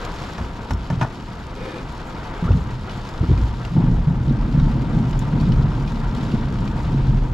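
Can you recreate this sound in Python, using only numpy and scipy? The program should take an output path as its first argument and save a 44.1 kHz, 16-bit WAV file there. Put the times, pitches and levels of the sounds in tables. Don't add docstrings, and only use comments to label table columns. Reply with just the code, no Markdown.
import sys
import numpy as np
from scipy import signal
from scipy.fft import rfft, irfft, next_fast_len
from scipy.io import wavfile
from scipy.ndimage import uniform_filter1d

SR = 44100
rng = np.random.default_rng(int(sys.argv[2]) if len(sys.argv) > 2 else 0)


def generate_wav(signal):
    frames = np.transpose(np.atleast_2d(signal))
    scaled = np.clip(frames, -1, 1) * 32767
    pcm = np.round(scaled).astype(np.int16)
    wavfile.write(sys.argv[1], SR, pcm)


N = 323253

# (frequency [Hz], density [dB])
SPRAY_SPECTRUM = [(4000, -10), (7000, 9), (9000, -9), (12800, -4), (15500, -25.5)]
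# (frequency [Hz], density [dB])
BOOM_SPECTRUM = [(80, -20.5), (100, -8.5), (125, 3), (145, -3), (170, -7), (225, -7.5), (300, -15),
                 (400, -25), (600, -30)]
# (frequency [Hz], density [dB])
CLUNK_SPECTRUM = [(200, 9.5), (340, 4), (450, 1), (580, -21), (680, -26)]
# (frequency [Hz], density [dB])
PANEL_SPECTRUM = [(740, -22), (840, -3), (900, 0), (950, -2), (1010, -22)]


def roof():
    # (frequency [Hz], density [dB])
    steel = [(150, -37), (220, -20), (330, -10.5), (480, -8), (600, -10), (800, -10.5), (1000, -11.5),
             (1200, -10), (1400, -10), (1800, -17.5), (2600, -22.5)]
    # (frequency [Hz], density [dB])
    panel = [(790, -22), (880, -4), (940, 0), (990, -4), (1080, -24)]
    drumming = shower(steel, per_s=1400, size_db=3, flurry_db=1.5, t60_s=0.079, cabin_db=-8.5, spots=30)
    ringing = shower(panel, per_s=240, size_db=2, flurry_db=3, t60_s=0.085, cabin_db=-10, spots=16)
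    return from_db(9) * drumming + from_db(3) * ringing


def windscreen():
    # (frequency [Hz], density [dB])
    glass = [(1200, -10), (2000, -5.5), (2900, 0), (4000, -2), (5200, -6), (6300, -12.5), (7400, -14.5),
             (8500, -23), (12500, -26.5), (15000, -37)]
    # (frequency [Hz], density [dB])
    tick = [(1700, -4), (3500, 0), (7000, -6), (8500, -16), (12500, -19), (15000, -32)]
    patter = shower(glass, per_s=1500, size_db=2.5, flurry_db=2, t60_s=0.021, cabin_db=-13, spots=40)
    ticks = shower(tick, per_s=32, size_db=1.2, flurry_db=3, t60_s=0.009, cabin_db=-20, spots=20)
    spray = shower(SPRAY_SPECTRUM, per_s=210, size_db=1.5, flurry_db=-7.5, t60_s=0.035,
                   cabin_db=-26.5, spots=20)
    return from_db(7.5) * patter + from_db(-3.5) * ticks + from_db(-10.5) * spray


def shower(spectrum, per_s, size_db, flurry_db, t60_s, cabin_db, spots):
    landings = np.flatnonzero(rng.random(N) < per_s * from_db(flurry_db * drift(14)) / SR)
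    weights = np.minimum(rng.exponential(1, N)[landings], 4.5)
    gains = from_db(size_db * weights) * rng.choice([-1, 1], N)[landings]
    struck = rng.integers(0, spots, N)[landings]
    rings = [tap(spectrum, t60_s, cabin_db, cabin_t60_s=0.11) for _ in range(spots)]
    out = np.zeros((2, N))
    for sample, gain, spot in zip(landings.tolist(), gains, struck):
        add(out, sample / SR, gain * rings[spot])
    return unit_rms(out)


def fat_drops():
    # (time [s], level [dB], spray level [dB], tick pitch [Hz])
    drops = [(0.0485, -29.5, -45, 4100), (0.186, -34, -66, 3600), (0.7346, -36, -49, 5300),
             (2.0153, -40, -60, 2840), (2.2767, -41, -70, 2950), (2.517, -33, -62, 2660),
             (2.8953, -31.5, -63, 3000), (3.0889, -36, -50, 4900), (3.3767, -31.5, -64, 2430),
             (3.6496, -29, -51, 2780), (4.294, -35, -65, 3830), (4.5982, -33, -67, 3760),
             (5.1094, -40, -52, 2640), (5.1298, -32, -65, 3020), (5.1904, -39, -42, 3400),
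             (5.4006, -34, -58, 4390), (5.411, -32, -52, 2400), (5.5205, -28.5, -66, 3000),
             (5.8765, -32, -59, 2450), (5.9579, -36, -60, 2890), (6.1476, -34, -52, 3220),
             (6.2103, -33.5, -69, 3640), (6.318, -33, -61, 2780), (6.5866, -37, -63, 2830),
             (6.6767, -31, -61, 2430)]
    # (frequency [Hz], density [dB])
    splat_spectrum = [(900, 6), (1500, 11.5), (2600, 7.5), (4000, 9), (5500, 4), (7500, -13), (9000, -27),
                      (14000, -25)]
    # (lowest [Hz], highest [Hz])
    stray_range_hz = (2300, 3800)
    strays_per_s, stray_db, stray_spray_db, spread_db = 5, -40, -68, 1.5
    gap_draw, size_draw, pitch_draw = rng.random((80, 3)).T
    times_s = np.cumsum(-np.log(1 - gap_draw)) / strays_per_s
    sizes_db = spread_db * (2 * size_draw - 1)
    pitches_hz = np.interp(pitch_draw, [0, 1], stray_range_hz)
    strays = [(at_s, stray_db + db, stray_spray_db + db, hz)
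              for at_s, db, hz in zip(times_s, sizes_db, pitches_hz) if at_s < (N - 1) / SR]
    out = np.zeros((2, N))
    for at_s, level_db, spray_db, hz in list(drops) + strays:
        splat = tap(splat_spectrum, t60_s=0.028, cabin_db=-13, cabin_t60_s=0.11)
        tick = ring(signal.unit_impulse(splat.shape[1]), hz, t60_s=0.041)
        spray = tap(SPRAY_SPECTRUM, t60_s=0.039, cabin_db=-12, cabin_t60_s=0.088)
        add(out, at_s, from_db(level_db - 6) * (splat + tick) + from_db(spray_db + 1.5) * spray)
    return out


def roof_drips():
    # (time [s], peak [dB], panel pitch [Hz])
    drips = [(4.309, -10, 229), (5.382, -12, 216), (6.337, -9, 213), (6.945, -10, 230)]
    out, t = np.zeros((2, N)), np.arange(SR // 10) / SR
    for at_s, peak_db, hz in drips:
        add(out, at_s, from_db(peak_db) * unit_peak(soft_push(t * hz, swell_cycles=0.66)))
        impact = tap(CLUNK_SPECTRUM, t60_s=0.043, cabin_db=-10, cabin_t60_s=0.1)
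        add(out, at_s, from_db(peak_db - 36) * impact)
    return out


def thunder():
    # (time [s], boom level [dB], rumble level [dB])
    rolls = [(3.74, -15, -52), (3.88, -20, -17), (4.02, -23, -20), (4.48, -19.5, -22.5), (4.6, -26, -16),
             (4.74, -19, -21.5), (5.0, -18.5, -24.5), (5.33, -18.5, -23.5), (5.58, -15.5, -17.5),
             (5.88, -23, -28), (6.1, -23.5, -24), (6.3, -19.5, -26.5), (6.83, -22.5, -25.5),
             (7.1, -20, -16), (7.33, -23.5, -22)]
    # (frequency [Hz], density [dB])
    rumble_spectrum = [(22, -21), (28, -8.5), (36, -3), (55, -11), (75, -15), (110, -20)]
    # (time [s], level [dB], push pitch [Hz])
    booms = [(4.07, -1.5, 149.3), (4.272, -3.5, 140), (4.539, -0.5, 145), (4.575, -8, 204),
             (4.622, -3.5, 147.4), (4.96, -3.5, 150.6), (5.46, -10.5, 184), (5.574, -1, 127.6),
             (5.664, -9.5, 115), (5.783, -11, 145.4), (6.924, -5, 132.7), (7.081, -3.5, 123.5)]
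    start_s, rise_s, echo_s, echo_loss_db = 3.71, 0.094, 0.028, 2
    boom_db, rumble_db = curves(rolls)
    arrival = np.clip((np.arange(N) / SR - start_s) / rise_s, 0, 1)
    lumps_db = 1.65 * drift(24.4)
    boom = from_db(boom_db + lumps_db - 2.5) * steadied(noise(BOOM_SPECTRUM), 0.094)
    rumble = from_db(rumble_db - 0.5) * steadied(noise(rumble_spectrum), 0.36)
    buzz = from_db(-35 + 0.57 * boom_db) * noise(PANEL_SPECTRUM)
    echoes = [(at_s + echo_s, db - echo_loss_db, hz) for at_s, db, hz in booms]
    blows = body_blows(list(booms) + echoes, gain_db=-7.5, shudder_db=-10, swell_cycles=1.57)
    return arrival * (boom + rumble + buzz) + blows


def wiper_thumps():
    # (time [s], level [dB], push pitch [Hz])
    jolts = [(2.424, -9, 173), (2.452, -14, 95), (2.502, -3.5, 85), (2.547, -7.5, 151), (3.205, -7.5, 94),
             (3.226, -14, 198), (3.286, -7, 85), (3.303, -4, 126), (3.323, -11.5, 85), (3.374, -8, 62.6),
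             (3.712, -15.5, 161), (3.752, -6, 181), (3.777, -2.5, 151), (3.838, -11, 164), (3.872, -7, 167),
             (3.911, -8.5, 168)]
    return body_blows(jolts, gain_db=-2.5, shudder_db=-9.5, swell_cycles=0.58)


def wiper_strokes():
    # (start [s], length [s], hum level [dB], judder level [dB])
    strokes = [(2.447, 0.78, -36.5, -19.5), (3.349, 0.37, -60, -19)]
    # (frequency [Hz], density [dB])
    judder_spectrum = [(40, -2), (58, -3.5), (85, -9.5), (115, -2), (180, -23), (260, -20.5)]
    loaded_hz, free_hz = 179, 206.7
    rise_s, fade_db_per_s = 0.035, 31.5
    t = np.arange(N) / SR
    speed, hum_gain, judder_gain = np.zeros((3, N))
    for start_s, length_s, hum_db, judder_db in strokes:
        swing = arch(start_s, length_s)
        since_s = np.maximum(t - start_s, 0)
        speed += swing
        hum_gain += from_db(hum_db) * swing
        judder_gain += from_db(judder_db - fade_db_per_s * since_s) * np.minimum(since_s / rise_s, 1)
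    hum = wavering_tone(loaded_hz + (free_hz - loaded_hz) * speed, depth=0.0173, rate_hz=22)
    load_db = 3 * drift(15)
    judder = steadied(noise(judder_spectrum), 0.23)
    return hum_gain * from_db(load_db) * hum + judder_gain * judder


def wiper_squeak():
    start_s, length_s, start_hz, rise_hz_per_s = 2.466, 0.036, 1150, 9400
    hz = start_hz + rise_hz_per_s * np.clip(np.arange(N) / SR - start_s, 0, length_s)
    return from_db(-29.5) * arch(start_s, length_s) * wavering_tone(hz, depth=0.06, rate_hz=189)


def wiper_linkage():
    # (time [s], level [dB], pitch [Hz], panel level [dB])
    clunks = [(2.428, -26, 330, -40), (2.489, -23, 394, -42), (2.505, -21.5, 510, -36),
              (3.229, -19, 315, -55), (3.296, -18.5, 356, -46), (3.314, -19.5, 317, -50),
              (3.764, -17.5, 295, -29.5), (3.797, -31, 328, -31), (3.879, -25.5, 273, -38)]
    out = np.zeros((2, N))
    for at_s, level_db, hz, panel_db in clunks:
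        add(out, at_s, from_db(level_db) * clunk(hz, swell_cycles=1.16))
        panel = tap(PANEL_SPECTRUM, t60_s=0.11, cabin_db=-12, cabin_t60_s=0.13)
        add(out, at_s, from_db(panel_db) * panel)
    return out


def control_knocks():
    # (time [s], crack level [dB], treble tilt [dB/octave], ring level [dB], clunk level [dB])
    knocks = [(0.38, -23.5, 1.5, -40, -46), (0.707, -20.5, 3.5, -39.5, -26.5),
              (0.901, -22.5, 2, -34.5, -28), (1.012, -13, -1, -28.5, -39), (1.025, -19.5, 2, -27.5, -35),
              (1.031, -31, -5, -37, -43), (1.048, -21, -14, -45, -30.5)]
    # (frequency [Hz], density [dB])
    crack_spectrum = [(180, 18), (330, 8), (500, 0), (750, 14.5), (1600, 4), (2600, -7), (3500, -7),
                      (4300, -14), (5700, -11), (9000, -30), (14000, -36)]
    # (frequency [Hz], level [dB], t60 [s])
    modes = [(443, -17, 0.18), (674, -4, 0.21), (836, -6, 0.08), (901, 9.5, 0.11), (1004, -9, 0.21),
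             (1290, -8, 0.19), (1455, -1, 0.13), (1740, 1, 0.07), (1820, -3, 0.066), (2460, -9, 0.066)]
    pivot_hz = 1500
    out, click = np.zeros((2, N)), signal.unit_impulse(SR // 2)
    for at_s, crack_db, tilt_db, ring_db, clunk_db in knocks:
        tilted = [(hz, db + tilt_db * max(0, np.log2(hz / pivot_hz))) for hz, db in crack_spectrum]
        crack = tap(tilted, t60_s=0.053, cabin_db=-12, cabin_t60_s=0.16)
        add(out, at_s, from_db(crack_db - 5) * crack)
        add(out, at_s, from_db(clunk_db) * clunk(hz=560, swell_cycles=1.2))
        housing = sum((-1) ** k * from_db(db + 0.8 * rng.standard_normal()) * ring(click, hz, t60_s)
                      for k, (hz, db, t60_s) in enumerate(modes))
        add(out, at_s, from_db(ring_db) * housing)
    return out


def control_thuds():
    # (time [s], level [dB], push pitch [Hz])
    thuds = [(0.402, -26.5, 75.6), (0.708, -21.5, 79), (0.728, -25, 74), (0.901, -22.5, 173),
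             (0.92, -20, 121), (0.972, -22.5, 115), (1.015, -19, 137)]
    return body_blows(thuds, gain_db=6.5, shudder_db=-7, swell_cycles=0.79)


def small_part():
    # (time [s], level [dB], pitch [Hz], t60 [s])
    pings = [(0.732, -40, 5380, 0.056)]
    out = np.zeros(N)
    for at_s, level_db, hz, t60_s in pings:
        add(out, at_s, from_db(level_db) * ring(signal.unit_impulse(SR), hz, t60_s))
    return out


def plastic_rub():
    # (frequency [Hz], density [dB])
    hiss_spectrum = [(220, 0), (700, -3.5), (1800, -13), (4500, -18), (7000, -32), (12000, -40)]
    # (frequency [Hz], level [dB], t60 [s])
    modes = [(523, -38, 0.08), (1310, -51, 0.076), (1775, -50, 0.055), (2180, -57, 0.09),
             (2470, -47.5, 0.028), (2920, -60, 0.056), (3750, -56, 0.05)]
    friction = noise(hiss_spectrum) * from_db(2.5 * drift(120))
    singing = sum(from_db(db) * unit_rms(ring(friction, hz, t60_s)) for hz, db, t60_s in modes)
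    swell = np.sqrt(np.abs(arch(start_s=1.545, length_s=0.3)))
    return swell * (singing + from_db(-38.5) * unit_rms(friction))


def storm_murmur(rain_db):
    # (frequency [Hz], density [dB])
    spectrum = [(18, -2.5), (35, 3.5), (55, -1.5), (85, -5.5), (130, -3.5), (210, -7), (320, -11)]
    return from_db(-31.5 + 0.32 * (rain_db - rain_db.mean())) * steadied(noise(spectrum), 0.28)


def body_blows(blows, gain_db, shudder_db, swell_cycles):
    # (frequency [Hz], level [dB], t60 [s])
    modes = [(57.1, 2.5, 0.37), (90.7, 1, 0.16), (128.8, 4, 0.081), (170.7, 3.5, 0.13), (248, 1, 0.24),
             (306, -1, 0.13), (500, -28, .05)]
    rise_s, decay_s = 0.0048, 0.031
    out, t = np.zeros((2, N)), np.arange(SR // 3) / SR
    for at_s, level_db, push_hz in blows:
        push = soft_push(t * push_hz, swell_cycles)
        boom = unit_peak(sum(from_db(db) * ring(push, hz, t60_s) for hz, db, t60_s in modes))
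        shudder = noise(BOOM_SPECTRUM, size=len(t)) * (1 - np.exp(-t / rise_s)) * np.exp(-t / decay_s)
        add(out, at_s, from_db(level_db + gain_db) * (boom + from_db(shudder_db) * shudder))
    return out


def clunk(hz, swell_cycles):
    echo = tap(CLUNK_SPECTRUM, t60_s=0.084, cabin_db=-12, cabin_t60_s=0.089)
    swing = soft_push(np.arange(echo.shape[1]) / SR * hz, swell_cycles)
    return unit_peak(swing) + from_db(-11) * echo


def tap(spectrum, t60_s, cabin_db, cabin_t60_s):
    t, top_hz = np.arange(4096) / SR, spectrum[-1][0]
    attack = 1 - np.exp(-(t * top_hz / 2) ** 2)
    decay = 1000 ** (-t / t60_s) + from_db(cabin_db) * 1000 ** (-t / cabin_t60_s)
    taper = 1 - (t / t[-1]) ** 2
    return noise(spectrum, size=len(t)) * attack * decay * taper


def noise(spectrum, size=N):
    # (frequency [Hz], left minus right [dB])
    balance = [(250, 0), (500, 3), (950, 4), (1400, 1), (2000, 0), (4000, .8), (8000, 1.5), (12000, 6)]
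    # (frequency [Hz], side minus mid [dB])
    width = [(30, -30.5), (125, -18.5), (250, -24.5), (500, -10.5), (1000, -11), (2000, -7), (4000, -7.5),
             (8000, -7), (12000, -6)]
    # (frequency [Hz], left lead [rad])
    lead = [(90, 0.03), (300, 0.28), (950, -0.18), (1700, -0.97), (2200, -0.44), (3200, -.55), (5300, 0.2)]
    padded = next_fast_len(size, real=True)
    hz = np.maximum(np.fft.rfftfreq(padded, 1 / SR), 1)
    mid, side = rfft(rng.standard_normal((2, padded)))
    ears = np.array([[1], [-1]])
    skirts = 1 / (1 + (0.8 * spectrum[0][0] / hz) ** 4) / (1 + (0.8 * hz / spectrum[-1][0]) ** 6)
    gain = skirts * from_db(at_hz(spectrum, hz) + ears * at_hz(balance, hz) / 2)
    direct = mid * np.exp(1j * ears * at_hz(lead, hz) / 2)
    diffuse = side * ears * from_db(at_hz(width, hz))
    return unit_rms(irfft(gain * (direct + diffuse), padded)[:, :size])


def ring(push, hz, t60_s):
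    pole, step_rad = np.exp(-np.log(1000) / (t60_s * SR)), 2 * np.pi * hz / SR
    feedback = [1, -2 * pole * np.cos(step_rad), pole ** 2]
    return signal.lfilter([0, np.sin(step_rad)], feedback, push + 1e-18)


def soft_push(cycles, swell_cycles):
    return np.sin(2 * np.pi * cycles) * cycles * np.exp(-cycles / swell_cycles)


def wavering_tone(hz, depth, rate_hz):
    return np.sin(2 * np.pi * np.cumsum(hz * (1 + depth * drift(rate_hz))) / SR)


def drift(rate_hz):
    hop, settle = 40, 2000
    pole = np.exp(-2 * np.pi * hop * rate_hz / SR)
    white = rng.standard_normal(N // hop + settle + 2)
    slow = signal.lfilter([1], [1, -2 * pole, pole ** 2], white)[settle:]
    return np.interp(np.arange(N) / hop, np.arange(len(slow)), unit_rms(slow))


def steadied(x, window_s):
    return x / np.sqrt(uniform_filter1d(np.mean(x ** 2, axis=0), int(window_s * SR)) + 1e-9)


def arch(start_s, length_s):
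    return np.sin(np.pi * np.clip((np.arange(N) / SR - start_s) / length_s, 0, 1))


def curves(rows):
    times_s, *columns = np.transpose(rows)
    return [np.interp(np.arange(N) / SR, times_s, column) for column in columns]


def at_hz(points, hz):
    points_hz, values = np.transpose(points)
    return np.interp(np.log(hz), np.log(points_hz), values)


def add(out, at_s, sound):
    start = round(at_s * SR)
    out[..., start:start + sound.shape[-1]] += sound[..., :N - start]


def from_db(db):
    return 10 ** (np.asarray(db) / 20)


def unit_rms(x):
    return x / np.sqrt(np.mean(x ** 2) + 1e-20)


def unit_peak(x):
    return x / np.abs(x).max()


def scene():
    # (time [s], roof level [dB], windscreen level [dB])
    rainfall = [(0, -33, -43), (0.4, -36, -46.5), (0.6, -38, -49), (1.25, -40, -49.5), (1.95, -38, -48.5),
                (2.35, -35.5, -47.5), (2.78, -38.5, -49.5), (2.92, -36.5, -46), (3.35, -37.5, -48.5),
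                (4.17, -40.5, -52), (4.65, -38, -49.5), (5.5, -37, -48.5), (5.72, -37.5, -49.5),
                (6.2, -37, -46.5), (6.5, -38.5, -48.5), (6.75, -36.5, -48), (7.33, -40, -52.5)]
    roof_db, glass_db = curves(rainfall)
    rain = from_db(roof_db - 9) * roof() + from_db(glass_db - 7.5) * windscreen()
    murmur = storm_murmur(roof_db)
    controls = control_knocks() + small_part() + plastic_rub() + control_thuds()
    wipers = wiper_thumps() + wiper_strokes() + wiper_squeak() + wiper_linkage()
    return rain + murmur + controls + wipers + thunder() + roof_drips() + fat_drops()


def record(dry):
    rolloff_hz, cutoff_hz = 13200, 15700
    dulled = signal.sosfilt(signal.butter(10, rolloff_hz, fs=SR, output="sos"), dry)
    return signal.sosfilt(signal.ellip(10, 0.1, 80, cutoff_hz, fs=SR, output="sos"), dulled)


dry = scene()
out = record(dry)
generate_wav(out)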